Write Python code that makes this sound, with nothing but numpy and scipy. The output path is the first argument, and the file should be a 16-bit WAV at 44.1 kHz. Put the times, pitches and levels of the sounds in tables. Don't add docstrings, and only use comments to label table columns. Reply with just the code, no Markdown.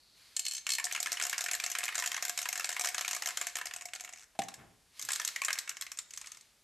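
import sys
import numpy as np
from scipy import signal
from scipy.fft import rfft, irfft
from scipy.io import wavfile

SR = 44100
rng = np.random.default_rng(int(sys.argv[2]) if len(sys.argv) > 2 else 0)


def transcribe(signal):
    frames = np.atleast_2d(signal).T
    limited = np.clip(frames, -1, 1)
    pcm = np.round(limited * 32767).astype(np.int16)
    wavfile.write(sys.argv[1], SR, pcm)


N = 292383
TIME_S = np.arange(N) / SR

# [f/Hz, density/dB per Hz]
AIR_SPECTRUM = [(20, -8), (50, 8), (200, 0.5), (600, -2.5), (1800, -3), (6500, -3), (14000, -8)]
# [f/Hz, t60/s, level/dB, side relative to mid/dB]
ROOM_TAIL = [(103.5, 0.71, -4, -14), (298, 0.86, -5, -1.5), (796, 0.6, -7.5, -4.5), (2020, 0.51, -9, -10.5),
             (5770, 0.49, -14.5, -5), (12700, 0.21, -10, -33)]
# [delay/s, level/dB, cut-off f/Hz]
ROOM_ECHOES = [(.0085, -21, 8700), (0.031, -23, 6740)]
# [f/Hz, density/dB per Hz]
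CLOTH_SPECTRUM = [(60, -30), (200, -19), (1300, -3.5), (2100, 1.5), (3000, 0.5), (4400, 3.5), (6000, -2.5),
                  (8000, -5), (13000, -7.5)]
# [from t/s, to t/s, level/dB]
ARM_MOVES = [(0.183, 0.552, -62.5), (0.906, 3.45, -53), (4.979, 5.03, -56.5), (5.105, 5.297, -51),
             (6.138, 6.301, -60.5)]
# [from t/s, to t/s, f/Hz, width/Hz, level/dB]
RUBS = [(0, 0.286, 4300, 1000, -68.5), (0.45, 0.56, 4300, 170, -49), (0.545, 0.593, 6300, 120, -49),
        (0.703, 0.738, 4270, 130, -41.5), (6.24, 6.35, 1279, 130, -71)]
# [t/s, gain/dB]
CAP_COUPLING = [(.78, -34), (.84, -17), (3.0, -14), (4.25, -10.5), (4.32, -72)]
# [f/Hz, level/dB, t60/s]
POP_MODES = [(131, -43, 0.15), (214, -27, 0.036), (272.2, -37.5, 0.061), (451, -39, 0.061),
             (710, -21, 0.044), (779, -23, 0.073)]
# [f/Hz, width/Hz, level/dB]
END_MODES = [(1035, 96, -6), (1395, 353, -3.5), (1770, 205, 3), (2220, 270, 3.5), (2835, 242, 0)]
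# [f/Hz, width/Hz, level/dB]
WALL_MODES = [(4030, 1260, -8.5), (5180, 135, -7), (5530, 520, -4.5), (6610, 740, -0.5), (7500, 530, -1.5),
              (8130, 170, -3.5), (11130, 270, -11), (12500, 1200, -10.5)]
# [f/Hz, width/Hz, gain/dB]
CAN_RINGS = [(1770, 50, 12), (2195, 130, 10), (2600, 120, 9), (3020, 110, 10), (4285, 70, 13),
             (6275, 40, 3), (7500, 110, 2), (8760, 120, 5)]
# [t/s, ring gain/dB]
LOOSENESS = [(.79, 0), (.84, -26)]
# [crack/s, tail level/dB, tail/s]
END_BLOW = (0.0043, -0.84, 0.0094)
# [crack/s, tail level/dB, tail/s]
WALL_BLOW = (0.0033, -2.5, 0.0098)
# [t/s, level/dB]
EFFORT = [(.37, 1), (.47, -4.5), (.68, -0.5), (3.45, -1), (3.7, -8), (3.9, -9.5), (5.09, -0.5), (5.48, 2),
          (5.6, -2)]
# [t/s, level/dB]
SKIPPING = [(.75, -5), (1.0, 0), (4.2, 0), (5.3, -7)]
# [t/s, aim/dB]
WALL_AIM = [(.85, -22), (1.0, -14), (1.25, -8), (3.4, -5), (5.1, -14.5)]
# [t/s, aim/dB (above 0 dull ends, below 0 bright wall), end bounce/s (0: none), flight/s,
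#  first wall bounce/s, wall bounces/count]
SHAKES = [(.365, -21.5, 0.028, 0.1, .018, 1), (.667, 0.5, 0, 0.036, 0.016, 3),
          (.784, 2.5, .014, 0.058, .011, 1), (.949, 3.5, 0.012, 0.053, .026, 1),
          (1.0598, 3.5, .01, .059, .0087, 1), (1.1985, 5, 0.015, 0.025, 0.013, 3),
          (1.329, 5, 0.00014, 0.051, .0277, 1), (1.461, 4, 0.024, .052, 0.02, 2),
          (1.5996, 2, 0, 0.039, .0236, 1), (1.751, 5, 0.00031, 0.035, 0.052, 1),
          (1.88, 8.5, 0.008, 0.074, .0254, 2), (2.023, 4, .016, .037, 0.014, 1),
          (2.144, 0.5, 0.021, 0.081, 0.026, 1), (2.295, -8, 0.000087, 0.081, 0.013, 1),
          (2.456, 6.5, 0, 0.032, 0.04, 1), (2.596, -0.5, 0, .048, .047, 1), (2.765, 9, 0, 0.03, .015, 1),
          (2.846, -1, 0.00066, 0.011, .0146, 2), (2.945, -2.5, 0.00054, 0.036, 0.029, 1),
          (3.0474, 6, 0, 0.032, 0.031, 4), (3.222, -2.5, 0, .037, .0135, 2),
          (3.372, -6.5, 0.00074, .0407, .056, 1), (3.613, 8, 0.00065, 0.043, 0.013, 1),
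          (3.71, 10, 0, .027, 0.025, 1), (3.81, -3.5, 0.01, .045, 0, 0),
          (5.088, -0.5, 0.017, 0.031, 0.014, 1), (5.198, -1.5, 0, .051, 0.027, 1),
          (5.418, 6.5, 0, .03, 0, 0), (5.483, 8, 0.022, .046, 0.058, 1)]
# [t/s, level/dB, aim/dB]
FURTHER_STRIKES = [(.453, -36, -16), (.511, -37.5, -18), (0.52, -39, -14), (.535, -38, -18),
                   (.549, -37, -22), (.567, -39.5, -21), (.58, -39.5, -20), (.691, -31.5, -7),
                   (.868, -36, 6), (0.9117, -36, 14), (.925, -31.5, -21), (.977, -37.5, 8),
                   (1.1705, -34, 6), (1.296, -30.5, -11), (1.344, -37.5, 9), (1.39, -36, -1),
                   (1.44, -32.5, -13), (1.54, -32.5, 0), (1.7, -35.5, -9), (1.716, -31.5, -10.5),
                   (1.806, -36.5, 6), (1.831, -35, 9), (1.8544, -34, -8), (1.924, -39.5, 14),
                   (1.946, -38.5, 1), (1.9896, -32, -5.5), (2.117, -31.5, -1), (2.177, -36, 8),
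                   (2.281, -35, -7), (2.4158, -35, -9), (2.428, -35, -8), (2.556, -33.5, -2),
                   (2.5766, -34, -7.5), (2.704, -37.5, -3), (2.716, -38, -4), (2.727, -34.5, -4),
                   (2.817, -35, -16), (2.838, -36, -5), (2.991, -36.5, 1), (3.306, -37.5, 0),
                   (3.555, -31, -4.5), (3.568, -34, -2), (3.586, -37, 0), (3.886, -47.5, 2),
                   (3.935, -36.5, 2), (3.951, -40, -11), (3.959, -41, -5.5), (3.9985, -44, -2),
                   (4.008, -39, -12), (4.038, -46, -9), (4.047, -39.5, -3), (4.076, -48, 13),
                   (4.091, -45, -3), (4.126, -49, -10), (4.135, -42.5, -5), (4.419, -38.5, 2),
                   (4.436, -44.5, -9), (4.485, -39.5, -6), (4.54, -43, -9.5), (4.995, -37.5, -8),
                   (5.0145, -39, -15), (5.024, -36, -14), (5.05, -38, -17), (5.1313, -33.5, -11),
                   (5.1528, -38.5, -6), (5.159, -31.5, -11), (5.216, -38, 4), (5.287, -36, -3),
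                   (5.3606, -30.5, 4.5), (5.436, -37, 5), (5.555, -40.5, 7), (5.578, -40, 5),
                   (5.676, -40, 7), (5.693, -31, -9), (5.714, -44, 11), (5.769, -40.5, -2),
                   (5.8113, -34.5, -7), (5.8215, -35, -7), (5.8656, -41, 4), (5.917, -37.5, -8),
                   (5.973, -42.5, -13), (5.988, -32, -12.5), (6.107, -45, -11), (6.136, -41.5, -11),
                   (6.162, -48, -17), (6.1746, -37, -12), (6.2142, -41, -9.5), (6.243, -48, 8),
                   (6.26, -47, -13), (6.271, -42.5, -8.5), (6.318, -41, -11.5), (6.347, -51, -6),
                   (6.371, -49.5, -6.5), (6.41, -52, -13)]

SHAKES_PER_S, SWING_SHARE = 7, .25
SLEEVE_SWELL_S, SLEEVE_FADE_S = 0.034, 0.13
CAP_HZ, CAP_T60_S, CAP_DETUNE = 720, .1, .011
POP_S, SLIP_LEAD_S = 4.390, .038
SETTLE_FROM_S, SETTLE_TO_S = 4.158, 4.245
END_DB, END_FOLLOWS_DB_PER_DB, WALL_DB = -30.5, 1.23, -28.5
BOUNCE_LOSS_DB, CHATTER_S, GAP_KEPT = 1.1, .016, .3
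MODE_VARY_DB, END_DETUNE, WALL_DETUNE = 4, .06, .025
PEAK_TOP, CUTOFF_HZ = .22, 14600


def from_db(db):
    return 10 ** (np.asarray(db) / 20)


def rms_one(x):
    return x / np.sqrt(np.mean(x ** 2) + 1e-20)


def in_time(rows, s=TIME_S):
    return np.interp(s, *np.transpose(rows))


def at_hz(points, hz, axis=1):
    points = np.array(points)
    return np.interp(np.log(np.maximum(hz, 1)), np.log(points[:, 0]), points[:, axis])


def butter(x, hz, kind, order=2):
    sos = signal.butter(order, np.minimum(hz, .48 * SR), kind, fs=SR, output="sos")
    return signal.sosfilt(sos, x)


def noise(spectrum):
    hz = np.arange(N // 2 + 1) * SR / N
    colour = from_db(at_hz(spectrum, hz))
    return rms_one(irfft(rfft(rng.standard_normal(N)) * colour, N))


def resonate(x, hz, width_hz):
    r = np.exp(-np.pi * width_hz / SR)
    zeros = np.array([1, 0, -1]) * (1 - r * r) / 2
    poles = [1, -2 * r * np.cos(2 * np.pi * hz / SR), r * r]
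    return signal.lfilter(zeros, poles, x)


def decay_60(t, t60_s):
    return np.exp(-np.log(1000) * t / t60_s)


def swell(start_s, stop_s, swell_s, fade_s):
    return np.exp(np.minimum(0, np.minimum((TIME_S - start_s) / swell_s, (stop_s - TIME_S) / fade_s)))


def place(times_s, sounds):
    out = np.zeros(N + sounds.shape[1])
    for at, sound in zip(np.clip(times_s * SR, 0, N).astype(int), sounds):
        out[at:at + len(sound)] += sound
    return out[:N]


def still_air():
    return noise(AIR_SPECTRUM) + .2 * noise(AIR_SPECTRUM) * np.array([[1], [-1]])


def room_tail(t, band_count=9):
    edges_hz, tail = np.geomspace(40, 16000, band_count + 1), 0
    for low, high in zip(edges_hz, edges_hz[1:]):
        t60_s, db, side_db = (at_hz(ROOM_TAIL, np.sqrt(low * high), axis=k + 1) for k in range(3))
        decay = (1 - np.exp(-t / 0.00095)) * decay_60(t, t60_s)
        gain = from_db([[db], [db + side_db]]) / np.linalg.norm(decay)
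        tail = tail + gain * decay * butter(rng.standard_normal((2, SR)), [low, high], "band")
    return tail


def workshop(x, wheel_s=0.0023, wheel_db=-12, wheel_hz=(5000, 11000)):
    tail = room_tail(TIME_S[:SR])
    mid, side = signal.fftconvolve(x[None], tail, axes=1)[:, :N]
    echoes = sum(from_db(db) * np.interp(TIME_S - s, TIME_S, butter(x, hz, "low"), left=0)
                 for s, db, hz in ROOM_ECHOES)
    delay_s = wheel_s * (1 + SWING_SHARE * np.sin(2 * np.pi * SHAKES_PER_S * TIME_S))
    wheel = from_db(wheel_db) * np.interp(TIME_S - delay_s, TIME_S, butter(x, wheel_hz, "band"), left=0)
    return x + echoes + mid + (side + wheel) * np.array([[1], [-1]])


def sleeves():
    envelope = sum(from_db(db) * swell(start, stop, SLEEVE_SWELL_S, SLEEVE_FADE_S)
                   for start, stop, db in ARM_MOVES)
    return noise(CLOTH_SPECTRUM) * envelope


def hand_bump(at_s, db, swell_s=0.021, fade_s=0.062):
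    late_s = TIME_S - at_s
    envelope = np.exp(-np.maximum(-late_s / swell_s, late_s / fade_s))
    return from_db(db) * envelope * noise([(30, -20), (115, -9.0), (600, -18.5), (2000, -20), (5000, -38)])


def rubbing(swell_s=0.014, fade_s=0.022):
    out = 0
    for start, stop, hz, width_hz, db in RUBS:
        tone = resonate(resonate(rng.standard_normal(N), hz, width_hz), hz, width_hz)
        out = out + from_db(db) * swell(start, stop, swell_s, fade_s) * rms_one(tone)
    return out


def cap_force(s, db, aim_db):
    wall_loss_db = 20 * np.log10(1 + from_db(aim_db) ** 2)
    return from_db(db - wall_loss_db + in_time(CAP_COUPLING, s))[:, None]


def cap_hum():
    s, db, aim_db = strikes()
    t = TIME_S[:SR // 4]
    vary_db, bend = rng.normal(0, [2, CAP_DETUNE], (len(s), 2)).T[:, :, None]
    hum = np.sin(2 * np.pi * CAP_HZ * (1 + bend) * t) * decay_60(t, CAP_T60_S)
    return butter(place(s, cap_force(s, db, aim_db) * from_db(vary_db) * hum) + 1e-18, 410, "high")


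def cap_pop(snap_db=-33, slip_db=-59, open_s=0.0016):
    at_s, t = np.array([POP_S]), TIME_S[:SR // 4]
    slip = shell([(707, 320, -4), (1400, 1400, -13)], 1, crack_s=0.017, tail_db=-15, tail_s=0.011)
    snap = shell([(2425, 1460, -7.5), (3850, 560, -15), (6690, 3900, -12.5)], 1,
                 crack_s=0.0079, tail_db=1, tail_s=0.013)
    air = sum(from_db(db) * np.sin(2 * np.pi * hz * t) * decay_60(t, t60_s) for hz, db, t60_s in POP_MODES)
    air = air * (1 - np.exp(-t / open_s))
    plastic = from_db(slip_db) * place(at_s - SLIP_LEAD_S, slip)
    plastic = plastic + from_db(snap_db) * butter(place(at_s, snap), 10200, "low")
    return plastic + place(at_s, air[None])


def shell(modes, count, crack_s, tail_db, tail_s, vary_db=0, detune=0, size=2048):
    t, f = np.arange(size) / SR, np.arange(size // 2 + 1) * SR / size
    shape = np.exp(-np.square(t / crack_s) ** 2) + from_db(tail_db) * np.exp(-t / tail_s)
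    click = 6.5 * rng.standard_normal((count, 1)) * (t == 0)
    spectrum = 0
    for hz, width_hz, db in modes:
        push = click + shape * rng.standard_normal((count, size))
        gain = from_db(db + vary_db * rng.standard_normal((count, 1)))
        pitch_hz = hz * np.exp(detune * rng.standard_normal((count, 1)))
        damping = 1j * f * width_hz
        spectrum = spectrum + gain * rfft(push) * damping / (pitch_hz ** 2 - f ** 2 + damping)
    out = irfft(spectrum, size)
    return out / np.sqrt(np.mean(out[:, t < .005] ** 2, axis=1, keepdims=True))


def contacts(s, db, aim_db, gentle_db=-39.0, gentle_hz=11000):
    end_share = (1 / (1 + from_db(-aim_db) ** 2))[:, None]
    force = from_db(db)[:, None]
    end_shell = shell(END_MODES, len(s), *END_BLOW, vary_db=MODE_VARY_DB, detune=END_DETUNE)
    wall_shell = shell(WALL_MODES, len(s), *WALL_BLOW, vary_db=MODE_VARY_DB, detune=WALL_DETUNE)
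    ends = place(s, force * np.sqrt(end_share) * end_shell)
    blows = force * np.sqrt(1 - end_share) * wall_shell
    gentle = db < gentle_db
    dull = butter(place(s[gentle], blows[gentle]) + 1e-18, gentle_hz, "low")
    wall = place(s[~gentle], blows[~gentle]) + dull
    free = (wall + 0.29 * ends) * from_db(in_time(LOOSENESS))
    rings = sum(from_db(gain_db) * resonate(free + 1e-18, hz, width_hz)
                for hz, width_hz, gain_db in CAN_RINGS)
    return ends + butter(wall + rings, 1170, "high")


def ball_settles(first_db=-51, loss_db=5, aim_db=-7, count=9):
    progress = (np.arange(count) + .5 * rng.random(count)) / count
    s = SETTLE_FROM_S + (SETTLE_TO_S - SETTLE_FROM_S) * np.log2(1 + progress)
    level_db = first_db - loss_db * progress + rng.normal(0, 1, count)
    return contacts(s, level_db, aim_db + rng.normal(0, 2, count))


def ball_skips(loss_db=-12, further_db=-3.0, gap_s=0.0088, spread_db=3, effort_share=0.58, count=5):
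    s, db, aim_db = strikes()[:, :, None]
    shape = (len(s), count)
    when_s = s + np.cumsum(gap_s * rng.uniform(.5, 1.5, shape), axis=1)
    first_db = db + loss_db + in_time(SKIPPING, s) + effort_share * in_time(EFFORT, s)
    level_db = first_db + further_db * np.arange(count) + spread_db * rng.standard_normal(shape)
    skip_aim_db = aim_db + 5 * rng.standard_normal(shape)
    touching = when_s < np.append(s[1:], np.inf)[:, None] - gap_s
    return contacts(when_s[touching], level_db[touching], skip_aim_db[touching])


def shake(s, aim_db, end_bounce_s, flight_s, wall_bounce_s, count):
    end_db = END_DB + END_FOLLOWS_DB_PER_DB * in_time(EFFORT, s)
    hits = [(s, end_db, aim_db)]
    if end_bounce_s > 0:
        hits.append((s + end_bounce_s, end_db - BOUNCE_LOSS_DB, aim_db))
    at_s, gap_s = s + flight_s, wall_bounce_s
    wall_db = WALL_DB + in_time(EFFORT, at_s)
    for k in range(round(count) + 1):
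        hits.append((at_s, wall_db - k * BOUNCE_LOSS_DB, in_time(WALL_AIM, at_s)))
        at_s, gap_s = at_s + gap_s, CHATTER_S + GAP_KEPT * (gap_s - CHATTER_S)
    return hits


def strikes():
    hits = [hit for row in SHAKES for hit in shake(*row)]
    hits += [tuple(row) for row in FURTHER_STRIKES]
    return np.transpose(sorted(hits))


def ball_strikes(knock_db=-8, knock_hz=690):
    s, db, aim_db = strikes()
    cap_knocks = shell([(knock_hz, 200, 0)], len(s), crack_s=0.0035, tail_db=-8, tail_s=0.0056)
    return contacts(s, db, aim_db) + from_db(knock_db) * place(s, cap_force(s, db, aim_db) * cap_knocks)


def scene(cap_room_db=-4):
    air = from_db(-68.5) * still_air()
    hands = hand_bump(at_s=4.595, db=-55.5) + hand_bump(at_s=5.04, db=-64.5)
    cap, wet = butter(cap_hum() + cap_pop(), 147, "high"), from_db(cap_room_db)
    can = rubbing() + ball_settles() + ball_skips() + ball_strikes()
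    can = butter(can, 240, "high")
    return workshop(can + wet * cap + sleeves() + hands) + (1 - wet) * cap + air


def record(dry, balance_db=.5, treble_hz=12800):
    pair = butter(np.array([dry[0] * from_db(balance_db), dry[1]]), treble_hz, "low", order=7)
    rounded = PEAK_TOP * np.tanh(pair / PEAK_TOP)
    return signal.sosfilt(signal.cheby1(10, .2, CUTOFF_HZ, fs=SR, output="sos"), rounded)


dry = scene()
out = record(dry)
transcribe(out)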